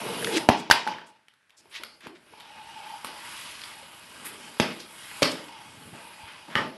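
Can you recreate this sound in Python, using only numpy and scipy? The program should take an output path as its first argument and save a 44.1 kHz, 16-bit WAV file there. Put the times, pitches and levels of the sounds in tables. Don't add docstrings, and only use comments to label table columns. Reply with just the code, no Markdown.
import sys
import numpy as np
from scipy import signal
from scipy.fft import rfft, irfft
from scipy.io import wavfile
from scipy.ndimage import uniform_filter1d

SR = 44100
rng = np.random.default_rng(int(sys.argv[2]) if len(sys.argv) > 2 else 0)


def store_wav(level_fs):
    pcm = np.round(np.clip(np.atleast_2d(level_fs), -1, 1) * 32767)
    wavfile.write(sys.argv[1], SR, pcm.T.astype(np.int16))


def linear_from_db(decibels):
    return 10 ** (np.asarray(decibels, float) / 20)


N = 298557


def evened(x):
    return x / np.sqrt(np.mean(x ** 2) + 1e-20)


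def read(points, hz):
    point_hz, value = np.transpose(points)
    return np.interp(np.log(hz + 1), np.log(point_hz + 1), value)


def add(mix, start_s, sound):
    part = mix[round(start_s * SR):][:len(sound)]
    part += sound[:len(part)]


def resonate(x, hz, width_hz):
    b, a = signal.iirpeak(min(hz, SR / 2.2), max(hz / width_hz, .3), SR)
    return signal.lfilter(b, a, x)


def resonate_twice(x, hz, width_hz):
    return resonate(resonate(x, hz, width_hz), hz, width_hz)


def highpass(x, order, hz):
    return signal.lfilter(*signal.butter(order, hz, "high", fs=SR), x)


def body(x, modes, wander_db):
    drift = rng.standard_normal((len(modes), len(x) // 400 + 2))
    drift = uniform_filter1d(uniform_filter1d(drift, size=9, axis=1), size=9, axis=1)
    drift = np.repeat(evened(drift), 400, axis=1)[:, :len(x)]
    out = np.zeros(len(x))
    for k, (hz, width_hz, level_db) in enumerate(modes):
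        driven = x * linear_from_db(level_db + wander_db * drift[k])
        out += (-1) ** k * resonate_twice(driven, hz, width_hz)
    return evened(out)


def ring(hz, t60_s, size=4000):
    t = np.arange(size) / SR
    return -np.sin(2 * np.pi * hz * t) * linear_from_db(-60 * t / t60_s)


# time_s, level_db
FIZZ = [(0, -7.5), (2.5, -1), (4.5, -11), (5.3, -3.5), (6.5, -33)]


def crack(start_s, t60_s, size=4000):
    grit = rng.standard_normal(size)
    slap = evened(resonate(resonate(grit, 2500, 4200), 2300, 3500))
    fizz = linear_from_db(np.interp(start_s, *np.transpose(FIZZ))) * np.gradient(grit)
    fade = linear_from_db(-60 * np.arange(size) / SR / t60_s)
    return (slap + fizz) / 2.18 * fade


def friction(slips_per_s, spread_db, smooth, flutter_db):
    size_db = spread_db * np.minimum(rng.exponential(1, N), 4)
    slips = (rng.random(N) < slips_per_s / SR) * linear_from_db(size_db)
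    rub = evened(slips * rng.standard_normal(N)) + smooth * rng.standard_normal(N)
    flutter = uniform_filter1d(uniform_filter1d(rng.standard_normal(N), size=500), size=500)
    return rub * linear_from_db(flutter_db * evened(flutter))


# freq_hz, density_db_per_hz
QUIET = [(25, -17), (133, -6), (550, -23), (1580, 0), (6650, -20.5), (11000, -18), (12500, -29.5),
         (22000, -120)]


def air():
    spectrum = rfft(rng.standard_normal(N)) * linear_from_db(read(QUIET, np.fft.rfftfreq(N, 1 / SR)))
    return linear_from_db(-70) * evened(irfft(spectrum, N))


# freq_hz, t60_s
ROOM_DECAY = [(100, 0.15), (260, 0.68), (700, 0.33), (1840, 0.32), (4850, 0.26), (7000, 0.39), (12000, 0.1)]
# freq_hz, level_db
ROOM_TONE = [(60, -21), (200, -2.5), (900, 2.5), (3000, 1.5), (5300, 7.5), (6200, -8.5), (12000, 10.5)]


def room(x):
    taps = np.zeros(SR)
    at = np.arange(130, SR - 12, 12)
    taps[at + rng.integers(0, 12, len(at))] = rng.choice([-1., 1.], len(at))
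    hz, t, z = signal.stft(taps, SR, nperseg=256)
    decay_db = read(ROOM_TONE, hz)[:, None] - 60 * t / read(ROOM_DECAY, hz)[:, None]
    tail = signal.istft(z * linear_from_db(decay_db), SR, nperseg=256)[1]
    tail *= np.interp(np.arange(len(tail)) / SR, [.003, .004, .025], [0, .45, 1])
    return signal.fftconvolve(x, tail / np.linalg.norm(tail))[:N]


# start_s, peak_db, pitch_hz
PAW_FALLS = [
    (1.654, -51, 394),
    (1.798, -41.5, 340),
    (2.062, -34, 390),
    (2.324, -46, 450),
    (2.626, -61, 326),
    (3.049, -40.5, 194),
    (5.93, -37, 133),
    (6.234, -39, 83.5),
]


def paws():
    out, t = np.zeros(N), np.arange(4000) / SR
    for start_s, peak_db, pitch_hz in PAW_FALLS:
        add(out, start_s, linear_from_db(peak_db) * ring(pitch_hz, 0.052) * (1 - np.exp(-t / 0.0011)))
    return out


# start_s, length_s, level_db, pitch_hz, swell_share of
GROAN_STROKES = [
    (0.021, 0.11, -34.5, 450, 0.68),
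    (0.173, 0.22, -33, 438, 0.52),
    (0.323, 0.074, -23.5, 339, 0.66),
    (0.42, 0.023, -47.5, 400, .56),
    (0.507, 0.028, -20, 830, 0.24),
    (1.836, 0.12, -54, 4600, .05),
    (2.073, 0.081, -47, 340, 0.55),
    (3.822, 0.021, -52, 543, .3),
    (6.677, 0.0054, -56, 10600, .2),
    (6.683, .006, -64, 10500, .2),
]
# start_s, length_s, level_db, pitch_hz, swell_share of length
SCUFF_STROKES = [(0.315, 0.065, -26, 2780, 0.96), (0.362, 0.027, -31, 4800, 0.66),
                 (0.571, 0.045, -46, 7000, .5), (1.059, .05, -61, 7960, 0.24),
                 (1.567, 0.044, -54, 5850, .3), (1.696, 0.092, -55, 9000, .3),
                 (1.711, 0.08, -38.5, 2610, 0.73), (2.004, 0.084, -46.5, 1880, 0.51),
                 (2.146, 0.033, -53, 2000, .45), (3.042, 0.041, -44.5, 10100, .1),
                 (3.205, 0.55, -45.5, 2700, 0.33), (4.247, 0.055, -37.5, 11400, 0.082),
                 (4.248, 0.068, -41.5, 2000, .03), (1.504, 0.072, -66, 920, 0.38),
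                 (4.789, 0.039, -43, 3630, 0.3), (5.227, 0.012, -16.5, 2970, 0.12),
                 (5.315, 0.012, -38, 6700, .1), (4.046, 0.66, -54, 265, 0.32),
                 (5.544, 0.41, -51.5, 165, 0.97), (5.906, 0.14, -51.5, 1600, 0.49),
                 (6.265, 0.047, -47.5, 1620, .33), (6.473, 0.073, -45.5, 1410, .9),
                 (6.549, 0.12, -43.5, 1970, 0.029)]


def scuffs():
    out = np.zeros(N)
    grit = friction(slips_per_s=2500, spread_db=2.2, smooth=1.6, flutter_db=1.5)
    for strokes, width_share in [(GROAN_STROKES, 0.2), (SCUFF_STROKES, 1.26)]:
        for start_s, length_s, level_db, pitch_hz, swell_share in strokes:
            width_hz = min(width_share * pitch_hz, 5560)
            progress = np.arange(0, 1, 1 / (length_s * SR))
            stroke = np.interp(progress, [0, np.clip(swell_share, .02, .95), 1], [.15, 1, .3])
            rub = grit[round(start_s * SR):][:len(progress)]
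            add(out, start_s, linear_from_db(level_db) * stroke * evened(resonate_twice(rub, pitch_hz, width_hz)))
    return out


# start_s, peak_db, pitch_hz, crack_db
CLAW_TICKS = [(0.226, -24, 1695, -12), (0.185, -44, 1090, -3), (0.2451, -18, 2200, 9.5),
              (.272, -17.5, 1800, -16), (.381, -16, 2000, -15), (0.9393, -26.5, 2200, -30),
              (0.985, -28, 1690, -13), (0.887, -24.5, 2500, -17), (1.017, -34.5, 1600, -23.5),
              (1.2833, -38.5, 3060, 0), (1.338, -54, 1600, 7), (1.42, -64.5, 1600, -12.5),
              (1.43, -59, 1812, -7.5), (1.496, -50, 2430, 5), (1.505, -45, 3470, 1),
              (1.6562, -47.5, 910, -4), (1.8352, -32, 1400, 11.5), (1.848, -31, 4720, -4),
              (2.007, -46, 1600, 7.5), (2.337, -37.5, 920, -10), (2.4, -41, 3360, 7.5),
              (2.4066, -33, 3560, -5), (3.07, -40, 810, 11), (3.617, -29, 4800, 0), (3.637, -28, 3400, 1),
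              (3.6413, -30, 4630, -6), (3.80, -48, 4840, -7), (4.25, -42.5, 3350, 7)]


def ticks():
    tone, grit = np.zeros((2, N))
    for start_s, peak_db, pitch_hz, crack_db in CLAW_TICKS:
        add(tone, start_s, linear_from_db(peak_db) * ring(pitch_hz, 19 / pitch_hz))
        add(grit, start_s, linear_from_db(peak_db + crack_db) * crack(start_s, 0.018))
    return tone, grit


# freq_hz, width_hz, level_db
WALL_MODES = [(860, 110, 0), (930, 110, -1)]
# freq_hz, width_hz, level_db
BOARD_MODES = [(81, 170, -7), (172, 180, -3.5), (241, 92, -0.5), (327, 110, -6), (450, 150, -8),
               (614.4, 180, -4)]
# start_s, peak_db, contact_hz, hollow_db, crack_db
EDGE_KNOCKS = [(0.4886, 10.5, 745, -1, -18), (0.501, -4.5, 855, -34, -43), (0.7, -5.5, 870, -34, -6.5),
               (.711, 12, 1580, -31, -22), (0.7129, 0.5, 4810, -30, 0.5), (0.7258, -13, 1680, -26, -2),
               (0.8749, -14.5, 1500, -22, -9), (2.069, -28, 998, 7, -8), (3.0464, -23.5, 1080, -20, -0.5),
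               (5.228, -12.5, 1240, 11.5, -5), (6.5543, -8.5, 1840, -51, -25.5),
               (6.555, -8.5, 2980, -28, -34)]
# start_s, peak_db, contact_hz, contact_t60_s, crack_db
SIDE_THUDS = [
    (0.8668, -23.5, 858.5, 0.17, -10),
    (4.599, 1.5, 786, 0.0013, -10),
    (5.221, -10, 562, 0.031, -0.5),
    (6.56, -15, 1250, 0.015, -27),
    (6.56, -25, 152, 0.073, -30),
    (6.589, -30, 590, .046, -20),
    (6.607, -31, 884, .069, -24),
]


def knocks():
    contact, tube = np.zeros((2, N))
    blows = []
    for start_s, peak_db, hz, hollow_db, crack_db in EDGE_KNOCKS:
        t60_s = min(.0095, 17 / hz)
        blows.append((start_s, peak_db, hz, t60_s, hollow_db, crack_db))
    for start_s, peak_db, hz, t60_s, crack_db in SIDE_THUDS:
        blows.append((start_s, peak_db, hz, t60_s, 3, crack_db))
    for start_s, peak_db, hz, t60_s, hollow_db, crack_db in sorted(blows):
        hollow = sum(linear_from_db(d) * ring(f * rng.uniform(0.92, 1.074), 5.27 / w) for f, w, d in BOARD_MODES[1:]) / 8
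        wall = sum(linear_from_db(d - 20) * ring(f, 3.5 / w) for f, w, d in WALL_MODES)
        add(contact, start_s, linear_from_db(peak_db) * ring(hz, t60_s))
        add(tube, start_s, linear_from_db(peak_db) * (wall + linear_from_db(crack_db) * crack(start_s, 0.039)))
        add(tube, start_s + .0008, -linear_from_db(peak_db + hollow_db) * hollow)
    return contact, highpass(tube, 2, 110)


def rubbing(strokes, rumble_db):
    t, (time_s, pressure_db, speed) = np.arange(N) / SR, np.transpose(strokes)
    db = np.interp(t, time_s, pressure_db, -120, -120)
    fast = np.clip(np.interp(t, time_s, speed), 0, 1)
    wall_db = 1 - 12 * fast
    dust_db = -12 + 9 * fast
    boards_db = rumble_db + 0.53 * (db + 45) + 1.5 * fast
    return linear_from_db([db, db + wall_db, boards_db, db + dust_db])


# start_s, rim_db, wall_db, boards_db
SHUDDER_SWELLS = [(.49, -28.5, -31, -38), (0.699, -25.5, -45, -38.5), (0.866, -38, -35, -38),
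                  (1.8, -64, -68.5, -54.5), (2.03, -75, -75, -51), (3.045, -40, -44, -47),
                  (4.6, -30, -57, -36.5), (5.222, -29, -44, -34), (5.93, -51, -46, -46),
                  (6.471, -55, -50, -45.5), (6.58, -46, -58, -34)]


def shudders():
    out, t = np.zeros((4, N)), np.arange(SR) / SR
    rise_s, t60_s = (.03, .01, .017), (.56, .62, .55)
    for start_s, *level_db in SHUDDER_SWELLS:
        for layer in range(3):
            fade = linear_from_db(level_db[layer] - 60 * t / t60_s[layer])
            add(out[layer], start_s, (np.minimum(t / rise_s[layer], 1) * fade) ** 2)
    out[3] = out[0] * linear_from_db(2 * -25.5)
    return out


# time_s, pressure_db, speed 0-1
BOX_PULL = [
    (0.0, -39, 0.44),
    (0.282, -37, 0.94),
    (0.406, -38.5, 0.2),
    (0.486, -49, .2),
]
# time_s, pressure_db, speed 0-1
FLOOR_DRAG = [(1.58, -71.5, .3), (1.82, -53.5, 0.5), (2.09, -73.5, 1), (2.38, -53, 0), (2.68, -50, 0.07),
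              (2.92, -45.5, 0), (3.09, -49, 0.18), (3.29, -42.5, 0.46), (3.45, -46.5, 1), (3.88, -49, 0.6),
              (4.11, -50.5, 0.72), (4.29, -45.5, 0.55), (4.87, -51, 0.76), (5.2, -43, 0.94), (5.55, -49, 0),
              (5.9, -53.5, 0.9), (6.3, -49, 0.4), (6.77, -55, 0)]
# freq_hz, width_hz, level_db
RIM_MODES = [(1155, 540, -2.5), (1600, 380, -4.5), (2000, 350, -4), (2200, 120, -1.5), (2500, 390, -0.5),
             (2892, 170, -1), (3096, 96, 1.5), (3325, 200, -4), (3805, 680, -5.5), (4384, 180, -8),
             (4786, 330, -6.5), (5090, 230, -8), (5450, 1400, -12.5)]
# freq_hz, width_hz, level_db
DUST_MODES = [(6180, 800, -9.5), (7100, 5000, -7), (8090, 2200, 3), (9300, 2900, -3), (11120, 1700, 3)]


def drag():
    light = rubbing(BOX_PULL, rumble_db=-43.5) ** 2 + shudders()
    heavy = rubbing(FLOOR_DRAG, rumble_db=-58.5) ** 2
    on_rim, on_wall, _, on_dust = np.sqrt(light + heavy)
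    force = friction(slips_per_s=3500, spread_db=2.5, smooth=1.6, flutter_db=0.68)
    fine = friction(slips_per_s=4700, spread_db=4.0, smooth=1.7, flutter_db=0.76)
    rim = body(force, RIM_MODES, wander_db=1.5)
    wall = body(force, WALL_MODES, wander_db=3.5)
    boards = body(force, BOARD_MODES, wander_db=0.5)
    dust = body(fine, DUST_MODES, wander_db=1.6)
    box = highpass(boards, 4, 132)
    floor = np.sqrt(heavy[2]) * boards + np.sqrt(light[2]) * box
    return on_rim * rim + on_wall * wall + floor + on_dust * dust


# time_s, level_db
ECHO_LEVEL = [(0, -9), (2.5, -2.5), (4.499, -2.5), (6.5, 4.5)]


def scene():
    contact, tube = knocks()
    tone, grit = ticks()
    small = grit + paws() + scuffs()
    wet = linear_from_db(np.interp(np.arange(N) / SR, *np.transpose(ECHO_LEVEL)))
    spread = .3 * np.tanh(contact / .3)
    echo = room(wet * (linear_from_db(-2.5) * spread + linear_from_db(-0.5) * tone))
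    echo += room(wet * (tube + linear_from_db(-3.5) * small))
    return (contact + tone + tube + small + echo + drag() + air())[None]


def roll_off(x):
    return signal.sosfilt(signal.butter(12, 13270, fs=SR, output="sos"), x)


def record(dry):
    thin = highpass(dry, 2, 60)
    limit = .76
    held = thin / (1 + abs(thin / limit) ** 6) ** (1 / 6)
    edge = signal.firwin(601, 12050, window=("kaiser", 8), fs=SR)
    mix = signal.oaconvolve(held, edge[None], "same")
    return roll_off(mix)


dry = scene()
out = record(dry)
store_wav(out)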